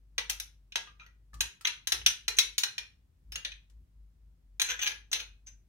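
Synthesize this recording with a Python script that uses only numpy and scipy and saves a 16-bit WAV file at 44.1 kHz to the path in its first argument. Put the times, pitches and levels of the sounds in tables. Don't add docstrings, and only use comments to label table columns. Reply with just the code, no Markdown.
import sys
import numpy as np
from scipy import signal
from scipy.fft import rfft, irfft, next_fast_len
from scipy.io import wavfile
from scipy.ndimage import uniform_filter1d

SR = 44100
rng = np.random.default_rng(int(sys.argv[2]) if len(sys.argv) > 2 else 0)


def log_audio(samples):
    frames = np.atleast_2d(samples).T
    limited = np.clip(frames, -1, 1)
    pcm = np.round(limited * 32767).astype(np.int16)
    wavfile.write(sys.argv[1], SR, pcm)


N = 250865
T = np.arange(N) / SR
RING_T = T[:4096]

# (time [s], level [dB])
HUM_LEVEL = [(0, -57.5), (.42, -53.5), (.8, -67), (.92, -59.5), (1.4, -58.5), (1.6, -80), (1.75, -67.5),
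             (2.5, -58), (2.72, -86), (2.84, -62), (3.1, -71.5), (3.22, -60.5), (4.07, -56), (4.45, -60.5),
             (5.69, -59.5)]
# (frequency [Hz], level [dB])
RUMBLE_COLOUR = [(20, -5.5), (40, -7.5), (70, 9), (100, 3), (140, -0.5), (220, -9.5), (320, -17.5),
                 (500, -32.5), (900, -48)]
# (frequency [Hz], level [dB])
HISS_COLOUR = [(20, 9.5), (300, 8.5), (600, 0), (1500, -5), (4000, -9), (10000, -13), (16000, -13)]
# (frequency [Hz], level [dB], decay t60 [s])
BODY_MODES = [(937, -17.5, 0.043), (1620, -4.5, 0.11), (2060, -11, 0.084), (2427, 7, .05),
              (2790, -8, 0.032), (3130, -7, 0.025), (3300, -17.5, 0.03), (3963, 7, 0.21),
              (4192, 1.5, 0.033), (5260, -6, 0.1), (5814, -10, .05), (6150, -7, 0.19), (5990, 9, 0.025),
              (6130, -10.5, 0.13), (8450, -9, 0.055), (10030, -3, 0.057), (9815, -12.5, 0.021),
              (12170, -13.5, 0.054), (12500, -7, 0.01956), (15560, -16, .025)]
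# (frequency [Hz], level [dB])
CRACK_COLOUR = [(100, -21), (280, -19), (480, -6), (640, -14.5), (850, -2), (1150, -3.5), (1500, 4.5),
                (3600, 9), (4700, 0.5), (6400, 2.5), (7600, -13), (11000, -9), (15000, -15), (16000, -20)]
BAND_EDGES_HZ = [300, 1300, 2400, 4700, 7500, 11500, 16000]
KNOCK_BAND_DB = [-23.5, -10.5, -1.5, -4.5, -12, -17]
# (time [s], strength [dB], weight of the lows [dB per octave],
# brightness [dB per octave], lower note of the contact point [Hz], its upper note [Hz],
# level of the notes before the knock is coloured [dB])
KNOCKS = [(0.18, 0, 3.5, -2.5, 1948, 5985, -7), (0.2968, -6, 0, 6, 2420, 6250, -18),
          (0.3986, -12.5, 1, 6, 3460, 6020, -7), (0.721, -17, -5.5, -8, 2476, 5780, -6),
          (0.7562, 0.5, 3.5, -2.5, 1940, 6210, -8), (1.406, 1.5, 0.5, 1.5, 4010, 6700, -6),
          (1.6709, 1, -0.5, -3, 2740, 5950, -6), (1.8716, -4, 0, 3, 3850, 6250, -8),
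          (1.9202, 3.5, 1, 1.2, 4010, 5420, -10.5), (2.062, 10, -3.5, -0.44, 3974, 6165, -19),
          (2.28, 1.2, 1, -0.5, 4080, 6020, -9), (2.386, 10.5, -2, 0.1, 3900, 6220, -21),
          (2.58, .5, -2.2, 3.5, 4390, 6890, -6.5), (2.634, 3, 0, -1.5, 4150, 5720, -7.5),
          (2.78, -4, -0.5, -4, 2425, 5486, -6), (3.3202, -19, 1, 3.5, 3040, 5100, -1.5),
          (3.3562, -6.5, 0.1, -1.8, 2813, 6590, -1), (3.448, -3, -5, -6.5, 3620, 6080, -6.5),
          (3.5182, -14.5, -4, -11, 2477, 6070, -3), (4.597, -1, 1, -0.5, 3840, 6600, -7),
          (4.616, 3, -0.7, 1.5, 4046, 6260, -3), (4.873, -2.5, -2.5, -1.5, 3063, 5650, -6.5),
          (5.129, 1.5, -0.9, 0.2, 4060, 6065, -4)]
# (frequency [Hz], decay t60 [s])
ROOM_T60 = [(200, 0.48), (600, 0.1376), (1500, 0.2933), (3500, 0.2874), (6500, 0.2469), (10000, 0.2543),
            (16000, 0.16)]
# (frequency [Hz], level [dB])
ROOM_COLOUR = [(200, -3), (600, 11.5), (1500, 0.35), (3500, -4), (6500, -2.44), (10000, -5.5),
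               (16000, -2.5)]
DISH_SHIFTS = [0, .6, 1.25, 1.83, 2.24, 2.55, 3.1, 4.4, 5.1]
# (time [s], length [s], level [dB], relative spoon squeal [dB],
# relative chatter [dB], chatter pitch at mid-stroke [Hz])
SCRAPES = [(0.184, 0.012, -34, -7, -6, 2150), (0.292, 0.02, -34, -9, -10, 2390),
           (0.862, 0.038, -53, -21, 3, 1220), (0.994, 0.022, -47.5, -14, 9, 2383),
           (0.99, 0.067, -57, -5, 10.5, 1355), (1.061, 0.009, -52, -6.5, 7, 1930),
           (1.648, 0.011, -20, -4, -10.5, 1512), (2.014, 0.0062, -40, -19, 10, 2930),
           (2.061, 0.0041, -19, 18, -14, 2700), (2.094, 0.022, -37, 25, 10.5, 2670),
           (2.365, 0.016, -36, 15, -9.5, 3100), (3.317, 0.046, -47, -12, 10.5, 5370),
           (3.449, 0.027, -44.5, -11, 25, 1850), (4.638, 0.048, -37.5, 8, -17, 1600),
           (4.679, 0.063, -29.5, 2, -3.5, 1554), (4.786, 0.023, -33.5, -1, -2.5, 2940),
           (4.809, 0.046, -28, 4.5, -11.5, 1485), (4.854, 0.0311, -26.5, 1, 1, 2363),
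           (4.916, 0.0056, -34, -2.5, -1.5, 1650), (5.114, 0.019, -33.5, 15.5, -16.5, 1660),
           (5.133, 0.057, -33.5, 0.5, -2.5, 3940), (5.192, 0.027, -35.5, 1.5, 1, 2505),
           (5.462, 0.035, -46.5, 17, -2.5, 1550)]
# (frequency [Hz], level [dB])
RUB_COLOUR = [(150, -45), (350, -29), (520, -12.5), (640, -23.5), (900, -14.5), (1140, -18), (1450, -2),
              (2100, 3), (2600, 7), (3900, -1), (4900, -12), (6500, -12.5), (7500, -36.5), (16000, -36.5)]
# (time [s], length [s], level [dB])
THUDS = [(1.331, 0.16, -45.5), (1.92, 0.21, -49.5), (3.218, 0.21, -54), (3.763, 0.12, -53)]
# (time [s], pop level [dB], cavity pitch [Hz], tick level [dB])
SMACKS = [(1.332, -33, 1740, -43.5), (1.334, -32, 1234, -48), (1.341, -31.5, 1167, -27),
          (1.610, -33, 1338, -25), (3.699, -66, 2410, -42.5)]

HUM_HZ, RUMBLE_DB, HISS_DB = 50.2, -69, -79
THROB_DIP_S, THROB_HZ, THROB_DEPTH = 2.17, 4.03, 0.49
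PIVOT_HZ = 3120
LONGEST_RING_T60, CHATTER_T60, SQUEAL_T60 = .1, .05, .04
LEFT_LAG = 6
SWELL_SHARE = .3
SLIPS_PER_S = 700
GLIDE_PER_S = 2.2
FIRM_DB, GRIT_DB, GRIT_PER_DB, GRIT_PER_SQUEAL = -37, -13, 1.3, 1
THUD_HZ = 55
TOP_HZ = 15850


def undb(db):
    return 10 ** (np.asarray(db) / 20)


def unit(x):
    return x / np.sqrt(np.sum(x ** 2, axis=-1, keepdims=True) + 1e-18)


def on_log(hz, points):
    f, value = np.transpose(points)
    return np.interp(np.log(hz + 1), np.log(f), value)


def colour(x, points):
    size = 2 * next_fast_len(x.shape[-1] // 2 + SR // 100, real=True)
    hz = np.arange(size // 2 + 1) * SR / size
    cepstrum = irfft(np.log(undb(on_log(hz, points))))
    cepstrum[1:size // 2] *= 2
    cepstrum[size // 2 + 1:] = 0
    response = np.exp(rfft(cepstrum))
    return irfft(rfft(x, size) * response)[..., :x.shape[-1]]


def fade(t, t60):
    return np.exp(-np.log(1000) * t / t60)


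def mode(t, hz, t60):
    return unit(np.sin(2 * np.pi * hz * t) * fade(t, t60))


def walk(count):
    k = SR // count
    points = rng.standard_normal(N // k + 2)
    line = np.interp(np.arange(N) / k, np.arange(N // k + 2), points)
    return uniform_filter1d(line, k // 2)


def add(out, x, s):
    i = int(s * SR)
    out[:, i:i + x.shape[-1]] += x[:, :N - i]


def background(waver_hz=2.2, flutter_db=1.8, side_db=-10, left_db=1.05):
    hum_hz = HUM_HZ + waver_hz * walk(count=12)
    tone = np.sqrt(2) * np.sin(2 * np.pi * np.cumsum(hum_hz) / SR)
    cycles = (T - THROB_DIP_S) * THROB_HZ
    onset = np.clip(2 * cycles + 1, 0, 1)
    throb = 1 - THROB_DEPTH * onset * np.cos(2 * np.pi * cycles)
    hum_db = np.interp(T, *np.transpose(HUM_LEVEL)) + flutter_db * walk(count=12)
    rumble_noise = rng.standard_normal(N) + undb(side_db) * rng.standard_normal((2, N))
    rumble = unit(colour(rumble_noise, RUMBLE_COLOUR)) * np.sqrt(N)
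    hiss = unit(colour(rng.standard_normal((2, N)), HISS_COLOUR)) * np.sqrt(N)
    bass = tone * throb * undb(hum_db) + rumble * undb(RUMBLE_DB)
    return bass * undb([[left_db], [-left_db]]) + undb(HISS_DB) * hiss


def body(crack_t60, crack_db=5, scatter_db=6.0, detune=0.014, spread=0.92):
    hz, db, t60 = np.transpose(BODY_MODES)
    weight, shift, side, *aim = rng.standard_normal((len(hz), 5)).T
    grip_hz = hz * (1 + detune * shift)
    grip_t60 = np.minimum(t60, LONGEST_RING_T60)
    modes = mode(RING_T, grip_hz[:, None], grip_t60[:, None])
    direction = np.sign(side) + spread * np.array(aim)
    ring = (direction * undb(db + scatter_db * weight)) @ modes
    noise = rng.standard_normal(len(RING_T)) + spread * rng.standard_normal((2, len(RING_T)))
    crack = colour(noise * fade(RING_T, crack_t60), CRACK_COLOUR)
    return unit(unit(ring) + undb(crack_db) * unit(crack))


def knocks(crack_t60=0.048, note_t60=0.039, upper_db=-3, contact_s=.0008):
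    out, edges, t = np.zeros((2, N)), np.array(BAND_EDGES_HZ), RING_T
    centres = np.sqrt(edges[1:] * edges[:-1])
    octaves = np.log2(centres / PIVOT_HZ)
    cushion = 1 - np.exp(-(t / contact_s) ** 2)
    for s, db, weight, brightness, lower_hz, upper_hz, note_db in KNOCKS:
        notes = mode(t, lower_hz, note_t60) + undb(upper_db) * mode(t, upper_hz, note_t60)
        x = (body(crack_t60) + undb(note_db) * notes) * cushion
        tilt_db = np.where(octaves < 0, weight, brightness) * np.abs(octaves)
        band_db = np.array(KNOCK_BAND_DB) + tilt_db
        for _ in range(2):
            power = np.sum(np.abs(rfft(x)) ** 2, axis=0) / len(t)
            own_db = 10 * np.log10(np.add.reduceat(power, edges * len(t) // SR)[:-1])
            x = colour(x, np.column_stack([centres, band_db - own_db]))
        add(out, undb(db) * x, s)
    return out


def kitchen(x, near_db=-7, near_t60=0.093, room_db=-7, build_s=0.015, left_db=1):
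    t = T[:SR // 2]
    hz = np.fft.rfftfreq(len(t), 1 / SR)
    noise = rfft(rng.standard_normal((2, len(t))))
    bands = np.array(ROOM_T60)
    tail = np.zeros((2, len(t)))
    for share, t60 in zip(np.eye(len(bands)), bands[:, 1]):
        window = on_log(hz, np.column_stack([bands[:, 0], share]))
        tail += irfft(noise * window, len(t)) * fade(t, t60)
    build = 1 - np.exp(-(t / build_s) ** 2)
    tail = colour(unit(tail * build), ROOM_COLOUR)
    sparse = rng.standard_normal((2, len(t))) ** 3
    near = unit(sparse * fade(t, near_t60) * (t > .001))
    response = undb(room_db) * tail + undb(near_db) * near
    response[0, LEFT_LAG] += 1
    response[1, 0] += 1
    return signal.fftconvolve(x, response, axes=1) * undb([[left_db], [-left_db]])


def scrapes(squeal_hz=6170, split_hz=80, grip=0.78, rub_t60=.012, slip_db=4, drag_db=-9, dish_db=-3):
    out, t = np.zeros((2, N)), RING_T
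    for s, length, db, squeal_db, chatter_db, chatter_hz in SCRAPES:
        pressure = np.interp(t / length, [0, SWELL_SHARE, 1], [0, 1, 0]) ** grip
        grit_db = GRIT_DB + GRIT_PER_DB * min(db - FIRM_DB, 0) + GRIT_PER_SQUEAL * squeal_db
        slip_times = rng.random(len(t)) < SLIPS_PER_S / SR
        slips = slip_times * undb(slip_db * rng.standard_normal(len(t)))
        drag = rng.standard_normal(len(t))
        force = pressure * (unit(slips) + undb(drag_db) * unit(drag))

        dish = body(crack_t60=0.14, crack_db=-1.5)
        rub_noise = rng.standard_normal((2, len(t))) * fade(t, rub_t60)
        responses = [colour(rub_noise, RUB_COLOUR),
                     colour(dish, [(4000, 0), (9000, -12.0)]),
                     colour(dish, [(6000, -38.0), (9000, -6.5)]),
                     sum(mode(t, squeal_hz + side * split_hz, SQUEAL_T60) for side in (-1, 1)),
                     mode(t, chatter_hz, CHATTER_T60)]
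        rub, ring, grit, squeal, chatter = (
            unit(signal.fftconvolve(force[None], np.atleast_2d(r), axes=1)) for r in responses)

        from_middle = np.minimum(T[:chatter.shape[1]], length) - length / 2
        glide_hz = chatter_hz * GLIDE_PER_S * from_middle
        chatter = np.real(signal.hilbert(chatter) * np.exp(2j * np.pi * np.cumsum(glide_hz) / SR))
        tones = undb(grit_db) * grit + undb(squeal_db) * squeal + undb(chatter_db) * chatter
        x = unit(rub + undb(dish_db) * ring) + tones / 2
        add(out, unit(x) * undb(db) * np.sqrt(np.sum(pressure ** 2)), s)
    return out


def thuds(rise_share=.35, rumble_db=-8, left_db=.8):
    out, t = np.zeros((2, N)), T[:SR // 2]
    for s, length, db in THUDS:
        push = np.interp(t / length, [0, rise_share, 1], [0, 1, 0]) ** .5
        rumble = unit(colour(rng.standard_normal(len(t)), RUMBLE_COLOUR)) * np.sqrt(len(t))
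        note = np.sqrt(2) * np.sin(2 * np.pi * THUD_HZ * t)
        x = note + undb(rumble_db) * rumble
        add(out, x * push * undb(db) * undb([[left_db], [-left_db]]), s)
    return out


def smacks(pop_t60=0.072, tick_t60=0.07):
    out, t = np.zeros((2, N)), T[:SR // 10]
    tick_colour = [(300, -17), (1500, 2.5), (6000, 2.5), (9000, -0.5), (16000, -11)]  # (Hz, dB)
    for s, pop_db, hz, tick_db in SMACKS:
        tick = colour(rng.standard_normal((2, len(t))) * fade(t, tick_t60), tick_colour)
        pop = mode(t, hz, pop_t60)
        add(out, undb(pop_db) * pop + undb(tick_db) * unit(tick), s)
    return out


def scene():
    spoon = knocks() + scrapes() + smacks()
    out = np.zeros((2, N))
    for start, end in zip(DISH_SHIFTS, DISH_SHIFTS[1:] + [N / SR]):
        add(out, kitchen(spoon[:, int(start * SR):int(end * SR)]), start)
    return out + background() + thuds()


def record(dry):
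    low_pass = signal.ellip(8, .2, 70, TOP_HZ, fs=SR, output="sos")
    return signal.sosfilt(low_pass, dry)


dry = scene()
out = record(dry)
log_audio(out)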